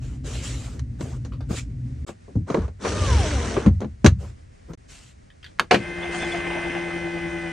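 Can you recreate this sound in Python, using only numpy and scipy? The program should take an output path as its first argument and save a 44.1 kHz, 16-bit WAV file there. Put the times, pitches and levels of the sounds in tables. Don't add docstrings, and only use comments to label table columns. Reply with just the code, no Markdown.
import sys
import numpy as np
from scipy import signal
from scipy.fft import rfft, irfft, next_fast_len
from scipy.io import wavfile
from scipy.ndimage import uniform_filter1d

SR = 44100
rng = np.random.default_rng(int(sys.argv[2]) if len(sys.argv) > 2 else 0)


def wav_out(sig):
    wavfile.write(sys.argv[1], SR, np.round(np.clip(np.atleast_2d(sig).T, -1, 1) * 32767).astype(np.int16))


N = 331720
TIME = np.arange(N) / SR


def amp(db):
    return 10 ** (np.asarray(db) / 20)


def unit(x):
    return x / np.sqrt(np.mean(x ** 2) + 1e-20)


def read(points, hz):
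    f, value = np.transpose(points)
    return np.interp(np.log(hz + 1), np.log(f + 1), value)


def follow(points, **ends):
    return np.interp(TIME, *np.transpose(points), **ends)


def add(mix, s, sound):
    part = mix[:, round(s * SR):][:, :sound.shape[-1]]
    part += sound[..., :part.shape[1]]


def colour(x, spectrum):
    size = next_fast_len(N, real=True)
    gain = amp(read(spectrum, np.fft.rfftfreq(size, 1 / SR)))
    return irfft(rfft(x, size) * gain, size)[..., :N]


def drift(hz):
    t = TIME[::64]
    smoothing = 1 + (np.fft.rfftfreq(len(t), t[1]) / hz) ** 4
    slow = irfft(rfft(rng.standard_normal(len(t))) / smoothing, len(t))
    return np.interp(TIME, t, unit(slow))


def stereo(pair):
    direct, reflected = pair
    return np.array([direct + .4 * reflected, direct - .4 * reflected])


def widen(pair, spectrum):
    middle = pair.mean(0)
    return middle + colour(pair - middle, spectrum)


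def noise(spectrum):
    return unit(stereo(colour(rng.standard_normal((2, N)), spectrum)))


def friction(spectrum, slips_per_s, spread_db, patchy_db):
    slips = rng.random(N) < slips_per_s / SR
    size = slips * amp(spread_db * np.minimum(rng.exponential(1, N), 4))
    z = signal.stft(colour(size * rng.standard_normal((2, N)), spectrum), nperseg=512)[2]
    patches = uniform_filter1d(rng.standard_normal(z.shape[1:]), size=4, axis=0)
    patches = unit(uniform_filter1d(patches, size=7, axis=1))
    return unit(stereo(signal.istft(z * amp(patchy_db * patches), nperseg=512)[1][:, :N]))


def ramp(start, rise_s):
    return np.sin(np.pi / 2 * np.clip((TIME - start) / rise_s, 0, 1)) ** 2


LAND_S, SLOWING_DB_PER_S, LIFT_DB_PER_S = 0.05, 59, 432


def rub(start, length):
    t = np.maximum(TIME - start, 0)
    lift = np.maximum(t - length, 0)
    return ramp(start, LAND_S) * amp(-SLOWING_DB_PER_S * t - LIFT_DB_PER_S * lift)


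# (frequency [Hz], level [dB])
AIR = [(15, -41), (25, -3), (66, 5), (925, -33), (1950, -25.5), (3330, -35), (5930, -34), (9500, -39),
       (12000, -70.5)]
# (frequency [Hz], extra width [dB])
AIR_WIDTH = [(70, 9), (200, 16.5), (900, 16.5), (2000, 6.5), (8000, -2)]
# (frequency [Hz], level [dB])
LOW_HUM = [(20, -46), (52, 4), (72, 4), (98, -5), (126, 5.5), (150, -7), (195, -15), (265, -8),
           (320, -24.5), (2000, -78)]
AIR_DB, LOW_HUM_DB, LOW_HUM_END_S = -49, -30.5, 2.06


def cabin():
    waver_db = 1.4 * drift(hz=8)
    air = amp(AIR_DB + waver_db) * widen(noise(AIR), AIR_WIDTH)
    running = np.clip((LOW_HUM_END_S - TIME) / 0.0061, 0, 1)
    return air + amp(LOW_HUM_DB) * running * noise(LOW_HUM)


# (time [s], length [s], friction level [dB], padding level [dB])
STROKES = [(-0.006, 0.17, -51, -48), (0.23, 0.088, -38.5, -40.5), (0.303, 0.11, -38, -40),
           (0.408, 0.24, -33.5, -38.5), (0.625, 0.15, -47.5, -39.5), (0.978, 0.19, -45.5, -37.5),
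           (1.48, 0.062, -39, -29), (1.535, 0.055, -32, -62), (2.057, 0.023, -36.5, -30.5),
           (4.172, 0.13, -51.5, -44), (4.673, 0.035, -66, -38.5), (4.871, 0.25, -44, -81)]
# (frequency [Hz], level [dB])
LEATHER = [(700, -14), (1200, -12.5), (2600, -5.5), (4600, -10.5), (7600, -6.5), (10500, -22.5),
           (13000, -39)]
# (frequency [Hz], level [dB])
PADDING = [(150, -18), (330, 0), (550, -5), (900, -14), (1400, -14), (4000, -45)]


def hand():
    grain = friction(LEATHER, slips_per_s=19000, spread_db=-0.5, patchy_db=2.5)
    padding = friction(PADDING, slips_per_s=3500, spread_db=1.0, patchy_db=3.5)
    return sum(rub(s, length) * (amp(grain_db) * grain + amp(padding_db) * padding)
               for s, length, grain_db, padding_db in STROKES)


# (time [s], body level [dB], then against the body: low [dB], edge [dB], tick [dB];
# base decay time t60 [s])
CLICKS = [(0.794, -42.5, -2, 0.5, 2, 0.037), (1.008, -28.5, 7.5, -10.5, -11, 0.061),
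          (1.248, -38.5, 4, -8.5, -7, 0.097), (1.507, -24.5, 8, -21, -34, 0.048),
          (2.091, -28, -1.5, -16, -42, 0.073), (2.281, -38.5, 2, -40, -35, 0.12),
          (2.355, -33.5, 21.5, -40, -24.5, 0.11), (2.501, -16, 0.5, -17.5, -25.5, 0.043),
          (2.545, -8, -9, -18.5, -31.5, 0.033), (2.571, -19, 7, -24, -33, 0.068),
          (2.679, -33.5, -3.5, -17.5, -25, 0.079), (2.848, -18.5, -12, -8.5, -37, 0.22),
          (3.566, -16, -1.5, -12, -36, 0.081), (3.661, -17.5, 9.5, -13.5, -22.5, 0.094),
          (3.805, -31.5, 6.5, -16.5, -12, 0.04), (3.815, -23, 0.5, -17.5, -26.5, 0.11),
          (3.845, -29, 12, -16.5, -27, 0.058), (4.045, -6.5, 7, -16, -18, 0.076),
          (4.061, -11, 5, -0.5, -3.5, 0.063), (4.734, -38, 7, -9.5, -8.5, 0.055),
          (5.598, -23.5, -2.5, -8, -21, 0.11), (5.71, -6, -19, -1.5, -10.5, 0.093),
          (5.718, -6, -9, -14.5, -26, 0.096), (5.728, -9, -8.5, -16, -15, 0.16),
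          (5.743, -11, 0.5, -0.5, -12, 0.088)]
# (frequency [Hz], factor on the base decay time)
RING = [(100, 4), (300, 1.5), (800, 0.93), (2500, 0.97), (9000, 1.09)]
# (frequency [Hz], level [dB])
FRAME = [(550, 0.5), (820, -4), (1150, 0.5), (1700, 1), (3200, -3), (4200, 0.5), (5000, -5.5), (6400, 5),
         (8000, -2.5)]
# (frequency [Hz], level [dB])
CONSOLE = [(720, -3), (1150, -8), (1700, -0.5), (2100, -6.5), (2400, 2), (3700, -7.5), (4500, -0.5),
           (5300, -6.5)]
CONSOLE_FROM_S = 5


def clicks(rise_share=0.013, crack_db=3, crack_s=0.0017, tail_db=-19, tail_t60=0.14):
    frame, console = np.zeros((2, N)), np.zeros((2, N))
    t = np.arange(SR // 3) / SR
    hz = np.fft.rfftfreq(len(t), 1 / SR)
    centres = np.geomspace(110, 14080, 15)
    bands = [np.sqrt(np.maximum(1 - 2 * abs(np.log2((hz + 1) / c)), 0)) for c in centres]
    for s, db, low, edge, tick, t60 in CLICKS:
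        blow = [(100, low - 20), (230, low - 11), (450, -10.5), (800, -11.5),
                (1500, edge - 8), (3000, edge - 10),
                (4500, tick - 8), (6500, tick - 9), (10000, tick - 26), (14000, tick - 46)]
        modes = stereo(rfft(rng.standard_normal((2, len(t)))))
        attack = 1 - np.exp(-t / (rise_share * t60))
        tail = amp(tail_db - 60 * t / tail_t60)
        for centre, band in zip(centres, bands):
            dying = amp(-60 * t / (t60 * read(RING, centre))) + tail
            crack = amp(crack_db) * np.exp(-t / crack_s) * centre / (centre + 1200)
            shape = dying * attack * (1 + crack)
            ring = unit(irfft(modes * band, len(t)) * shape) * np.sqrt(np.mean(shape ** 2))
            add(console if s > CONSOLE_FROM_S else frame, s, amp(db + read(blow, centre)) * ring)
    return colour(frame, FRAME) + colour(console, CONSOLE)


# (time [s], level [dB], panel frequency [Hz], decay time t60 [s])
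THUDS = [(1.012, -16.5, 137, 0.12), (1.509, -16.5, 127, 0.073), (2.358, -11, 61.4, 0.092),
         (2.363, -7.5, 106.4, 0.13), (2.414, -15.5, 90, 0.13), (2.546, -19, 446, 0.23),
         (2.572, -16, 325, 0.07), (2.589, -6, 63, 0.075), (2.645, -4, 86.8, 0.049), (3.576, -8, 387, 0.05),
         (3.665, 0, 206, 0.11), (3.688, -5.5, 93, 0.14), (3.821, -18.5, 209, 0.124),
         (4.043, -9, 220.5, 0.075), (4.055, -12, 116, 0.043), (4.074, 8.5, 86, 0.068), (4.12, 7, 81, 0.044),
         (4.698, -24.5, 163.4, 0.12), (5.712, -6, 733, 0.1), (5.742, -17, 206, 0.21)]
# (frequency [Hz], level [dB])
BASS_ROLL = [(15, -37), (35, -18), (60, -0.5)]


def thuds(rise_cycles=0.6, partner=1.3, partner_db=-11):
    out, t = np.zeros((2, N)), np.arange(SR // 2) / SR
    for s, db, hz, t60 in THUDS:
        dying = amp(-60 * t / t60)
        swing = np.sin(2 * np.pi * hz * t) * dying
        swing = swing + amp(partner_db) * np.sin(2 * np.pi * hz * partner * t) * dying ** 2
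        attack = 1 - np.exp(-(t * hz / rise_cycles) ** 2)
        add(out, s, amp(db) * swing * attack)
    return colour(out, BASS_ROLL)


LOW_MODES_HZ = 1400


def struck(hits, modes, t60, crack_db, echo_db, echo_t60, scatter, rise_s):
    out, t = np.zeros((2, N)), np.arange(SR // 5) / SR
    centre, mode_db = np.repeat(np.transpose(modes), 2, axis=1)[:, :, None]
    crack_band = signal.butter(2, [1300, 4000], "band", fs=SR, output="sos")
    for s, db, low_db in hits:
        hz = centre * np.exp(scatter * rng.uniform(-1.3, 1, centre.shape))
        dying = amp(-60 * t / t60 * (hz / LOW_MODES_HZ) ** .5)
        rings = rng.choice([-1, 1], hz.shape) * np.sin(2 * np.pi * hz * t) * dying
        ring = (rings * amp(mode_db + low_db * (centre < LOW_MODES_HZ))).sum(0) / np.sqrt(2)
        crack = signal.sosfilt(crack_band, rng.standard_normal(len(t)) * np.exp(-t / .003))
        ring = (ring + amp(crack_db) * crack) * (1 - np.exp(-t / rise_s))
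        echo = unit(stereo(rng.standard_normal((2, len(t)))) * amp(-60 * t / echo_t60)) / np.sqrt(len(t))
        echoed = signal.fftconvolve(ring[None], echo, axes=1)[:, :len(t)]
        add(out, s, amp(db) * (ring + amp(echo_db) * echoed))
    return out


# (time [s], level [dB], extra level of the low modes [dB])
NOTCHES = [(1.321, -42, 8), (1.333, -40.5, 8), (1.406, -38.5, 7)]
# (time [s], level [dB], extra level of the low modes [dB])
TOUCHES = [(5.302, -47.5, 3), (5.429, -38, -10), (5.443, -32, -12), (5.463, -40, -10)]
# (time [s], level [dB], extra level of the low modes [dB])
PRESSES = [(5.588, -47, -6.5), (5.596, -13, 3)]
# (time [s], level [dB], extra level of the low modes [dB])
CATCHES = [(6.028, -28, -7), (6.046, -34, 2.5), (6.142, -28, -3), (6.231, -28, -3), (6.352, -32, 2),
           (6.508, -33, 7.5), (6.572, -38, 9.5), (6.648, -33, 1), (6.762, -37, 9)]
# (frequency [Hz], level [dB])
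HINGE = [(450, -1.5), (1230, 0.5), (2300, -3)]
LID = [(1300, -9), (1800, 7.5), (3150, 10), (4280, -3)]
BUTTON = [(1100, 3), (1480, 9.5), (1800, 12), (2300, 2), (3120, 3.5), (4170, -9)]
CARRIAGE = [(600, -9), (720, 4.5), (880, -1.5), (1800, -3), (2900, -4), (3400, 1.5)]


def fittings():
    hinge = struck(NOTCHES, HINGE, t60=.008, crack_db=3, echo_db=6, echo_t60=.13,
                   scatter=.25, rise_s=.0015)
    lid = struck(TOUCHES, LID, t60=.011, crack_db=5, echo_db=1, echo_t60=.12,
                 scatter=.09, rise_s=.0012)
    button = struck(PRESSES, BUTTON, t60=.009, crack_db=11, echo_db=-8, echo_t60=.1,
                    scatter=.14, rise_s=.0003)
    carriage = struck(CATCHES, CARRIAGE, t60=.035, crack_db=-6, echo_db=2, echo_t60=.13,
                      scatter=.08, rise_s=.003)
    return hinge + lid + button + carriage


# (time [s], speed [0-1])
PULL = [(2.78, 0.1), (2.88, 0.86), (2.95, 0.54), (3.04, 0.8), (3.13, 0.82), (3.23, 0.66), (3.35, 0.49),
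        (3.5, 0.41), (3.69, 0.06)]
# (frequency [Hz], level [dB])
FABRIC = [(880, -27), (1500, -3), (2150, -2.5), (4100, -7), (5000, -11), (5900, -4), (6600, -10),
          (8200, -12), (10500, -25), (13000, -65)]
# (frequency [Hz], level [dB])
SHORT_MESH = [(900, -19), (2000, -8.5), (4200, -1.5), (6000, -2.5)]
# (frequency [Hz], level [dB])
CASSETTE = [(120, -20), (190, 3), (300, .5), (460, 0), (730, -10), (1000, -7), (1500, -11), (2300, -22),
            (5000, -80)]
# (time [s], pitch [Hz] before a slight wander)
MESH_PITCH = [(3.0, 610), (3.06, 582), (3.11, 512), (3.19, 408), (3.26, 312), (3.33, 290), (3.39, 238),
              (3.5, 228)]
# (multiple of the pitch, relative level [dB])
SING = [(1, -1), (2, 0), (3, -6), (5, -13)]
# (frequency [Hz], level [dB])
DOOR = [(20, -43.5), (50, -3), (70, 6), (113, -2), (145, -14.5), (210, -16), (450, -110.5)]
GRIP_S, GRIP_LENGTH_S, GRIP_HISS_DB, GRIP_CASSETTE_DB = 2.46, 0.19, -41, -28.5
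MESH_DB, MESH_POWER = -29, 1
CASSETTE_DB, CASSETTE_POWER = -30, 0.19
SING_DB, SING_POWER = -30.8, 0.58
RUMBLE_DB, RUMBLE_POWER = -16, 1.3
TUG_S, CLEAR_S, CLEAR_RISE_S = 0.08, 2.827, 0.24
UNROLLED = 0.7


def blind():
    speed = follow(PULL, left=0, right=0)
    tug = ramp(PULL[0][0], TUG_S)
    clear = ramp(CLEAR_S, CLEAR_RISE_S)
    grip = rub(GRIP_S, GRIP_LENGTH_S)

    unrolled = np.minimum(np.cumsum(speed) / speed.sum() / UNROLLED, 1) ** 2
    hiss = friction(FABRIC, slips_per_s=8000, spread_db=1.4, patchy_db=2.0)
    hiss = unrolled * hiss + (1 - unrolled) * colour(hiss, SHORT_MESH)
    hiss = hiss * (tug * amp(MESH_DB) * speed ** MESH_POWER + amp(GRIP_HISS_DB) * grip)

    cassette = friction(CASSETTE, slips_per_s=12000, spread_db=.6, patchy_db=1.2)
    cassette = cassette * (tug * amp(CASSETTE_DB) * speed ** CASSETTE_POWER
                           + amp(GRIP_CASSETTE_DB) * grip)

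    cycles = np.cumsum(follow(MESH_PITCH) * (1 + .011 * drift(hz=70))) / SR
    sing = unit(sum(amp(db) * np.sin(2 * np.pi * k * cycles) * (1 + .65 * drift(hz=15)) for k, db in SING))
    sing = sing * amp(SING_DB) * speed ** SING_POWER
    rumble = noise(DOOR) * amp(RUMBLE_DB) * speed ** RUMBLE_POWER
    return hiss + cassette + clear * (sing + rumble)


# (time [s], level [dB] before its rise and decay)
BOOMS = [(2.56, -22.5), (3.649, -13), (4.08, -14)]
BOOM_RISE_S, BOOM_T60 = 0.052, 0.65


def door():
    swells = sum(ramp(s, BOOM_RISE_S) * amp(db - 60 * np.maximum(TIME - s, 0) / BOOM_T60)
                 for s, db in BOOMS)
    return noise(DOOR) * swells


# (time [s], drag [0-1])
DRAG = [(5.95, 0.02), (6.24, 0.77), (6.68, 0.76), (7.08, 0.15)]
# (time [s], speed [turns a second])
SHAFT = [(5.76, 86.5), (6.05, 86.45), (6.3, 86.0), (6.9, 85.6), (7.52, 84.0)]
# (multiple of the shaft speed, relative level [dB])
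HUM = [(2, -5.5), (4, 0.5), (6, -18.5), (7, -13.5), (9, -14.5), (10, -17)]
# (multiple of the shaft speed, relative level [dB])
WHINE = [(12, -17.5), (13, -21.5), (15, -19.5), (17, -16), (18, -7), (19, -17), (20, -12.5), (21, -11),
         (22, -16.5), (24, -0.5), (25, -16), (29, -10), (30, -14), (36, -15.5), (41, -23), (102, -30.5),
         (106, -27.5)]
START_S, SPIN_UP_S = 5.75, 0.096
HUM_DB, TAKE_UP_DB, TAKE_UP_S = -32.5, 9.5, 0.25
WHINE_DB, WHINE_DRAG_DB = -38, 4.5


def drive(gear_ratio=8.37, wobble=0.0035, jitter=0.0019, throb_db=2.3):
    speed = follow(SHAFT)
    gear = 2 * np.pi * np.cumsum(speed * (TIME > START_S)) / SR / gear_ratio
    turns = np.cumsum(speed * (1 + wobble * np.sin(gear) + jitter * drift(hz=56.9))) / SR

    def tones(orders, flutter_db, flutter_hz, spread=0.42):
        out, ports = np.zeros((2, N)), spread * np.array([[1], [-1]])
        for k, db in orders:
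            phase = 2 * np.pi * (k * turns + rng.random()) + (-1) ** k * ports
            out += amp(db + flutter_db * drift(hz=flutter_hz)) * np.sin(phase)
        return np.sqrt(2) * out

    slack = np.exp(-np.maximum(TIME - START_S, 0) / TAKE_UP_S)
    hum = tones(HUM, flutter_db=1.3, flutter_hz=22)
    hum = hum * amp(HUM_DB - TAKE_UP_DB * slack - throb_db * np.cos(gear))
    whine = tones(WHINE, flutter_db=1.4, flutter_hz=80)
    teeth = unit(sum(rng.exponential() * np.sin(2 * np.pi * (k * turns + rng.random())) / k
                     for k in range(38, 72)))
    whine = (whine + amp(-20) * teeth) * amp(WHINE_DB + WHINE_DRAG_DB * follow(DRAG))
    return ramp(START_S, SPIN_UP_S) * (hum + whine)


# (frequency [Hz], level [dB])
RAIL = [(60, -12), (120, 0), (330, 1.5), (700, 0.5), (1050, -4), (1300, -6.5), (1800, -1.5), (2800, -5.5),
        (3400, -11.5), (3800, -23), (6000, -57)]
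# (frequency [Hz], level [dB])
SEAL = [(2200, -20.5), (4800, -18), (5700, -17), (8200, -22.5), (9100, -20), (10200, -34), (11500, -68)]
RAIL_DB, RAIL_DRAG_DB = -41.5, 9.5
SEAL_DB, SEAL_DRAG_DB = -54, 5
SCRAPE_S, SCRAPE_DB = 0.012, -9.5
RATTLE_DB, RATTLE_PER_S = -41.5, 130
BRUSH_S, BRUSH_LENGTH_S, BRUSH_DB = 6.1, 0.27, -39.5


def guides(judder_db=2.5):
    drag = follow(DRAG)
    scraping = sum(amp(db + SCRAPE_DB) * np.exp(-((TIME - s) / SCRAPE_S) ** 2) for s, db, _ in CATCHES)
    rail = friction(RAIL, slips_per_s=5000, spread_db=0.2, patchy_db=2.2)
    rail = rail * (scraping + amp(RAIL_DB + RAIL_DRAG_DB * drag))
    rail = rail * amp(judder_db * drag * drift(hz=45))
    rattle = friction(RAIL, slips_per_s=RATTLE_PER_S, spread_db=2.0, patchy_db=1.0)
    rattle = amp(RATTLE_DB) * drag * rattle
    seal = friction(SEAL, slips_per_s=12000, spread_db=-1.0, patchy_db=2.5)
    brush = amp(BRUSH_DB) * rub(BRUSH_S, BRUSH_LENGTH_S)
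    seal = seal * (amp(SEAL_DB + SEAL_DRAG_DB * drag) + brush)
    return rail + rattle + seal


# (frequency [Hz], level [dB])
SHAKE = [(25, -20), (70, 6.5), (120, -12), (300, -65)]
SHAKE_DB = -43.5


def motor():
    moving = ramp(START_S, 0.0057) * (guides() + amp(SHAKE_DB) * noise(SHAKE))
    return (drive() + moving) * amp([[.7], [-.7]])


# (frequency [Hz], extra width [dB])
MOTOR_WIDTH = [(100, 5.5), (500, -2), (950, 2.5), (1500, -3.5), (2200, -12.5), (3300, 1)]
# (frequency [Hz], level [dB])
MOTOR_LEAN = [(70, -24), (170, -10), (340, -21), (2000, -60)]


def from_console(pair):
    lean = colour(pair.mean(0), MOTOR_LEAN)
    return widen(pair, MOTOR_WIDTH) + np.array([lean, -lean])


# (time [s], length [s], middle pitch [Hz] before a rough wander, peak level [dB])
SQUEAKS = [(6.2, 0.06, 3480, -37), (6.314, 0.022, 3430, -30), (6.328, 0.042, 690, -26)]


def squeaks(sag=.03, rough=.014):
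    out = np.zeros(N)
    for s, length, hz, db in SQUEAKS:
        along = np.clip((TIME - s) / length, 0, 1)
        pitch = hz * (1 - sag * (along - .5) + rough * drift(hz=200))
        out += amp(db) * np.sin(np.pi * along) * np.sin(2 * np.pi * np.cumsum(pitch) / SR)
    return out


# (time [s], length [s])
GAPS = [(2.048, .016), (4.752, .022)]


def scene():
    gap = sum(ramp(s, .002) - ramp(s + length, .002) for s, length in GAPS)
    others = cabin() + hand() + clicks() + thuds() + fittings() + blind() + door()
    return (1 - gap) * (others + from_console(motor()) + squeaks())


# (frequency [Hz], level on the side signal [dB])
APART = [(60, -18), (170, -14), (350, -5), (650, 4), (950, 3), (1400, -1.5), (2200, -3.5), (3200, 0.5),
         (9000, 2)]
# (frequency [Hz], level [dB])
LEFT_LEAN = [(70, -48), (170, -16.5), (600, -22.5), (2500, -58)]
EDGE_HZ = 15600


def record(dry):
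    middle = dry.mean(0)
    side = colour((dry[0] - dry[1]) / 2, APART) + colour(middle, LEFT_LEAN)
    heard = np.clip(middle + np.array([side, -side]), -1, 1)
    treble_cut = signal.firwin(511, EDGE_HZ, window=("kaiser", 9), fs=SR)
    return signal.oaconvolve(heard, treble_cut[None], "same")


dry = scene()
out = record(dry)
wav_out(out)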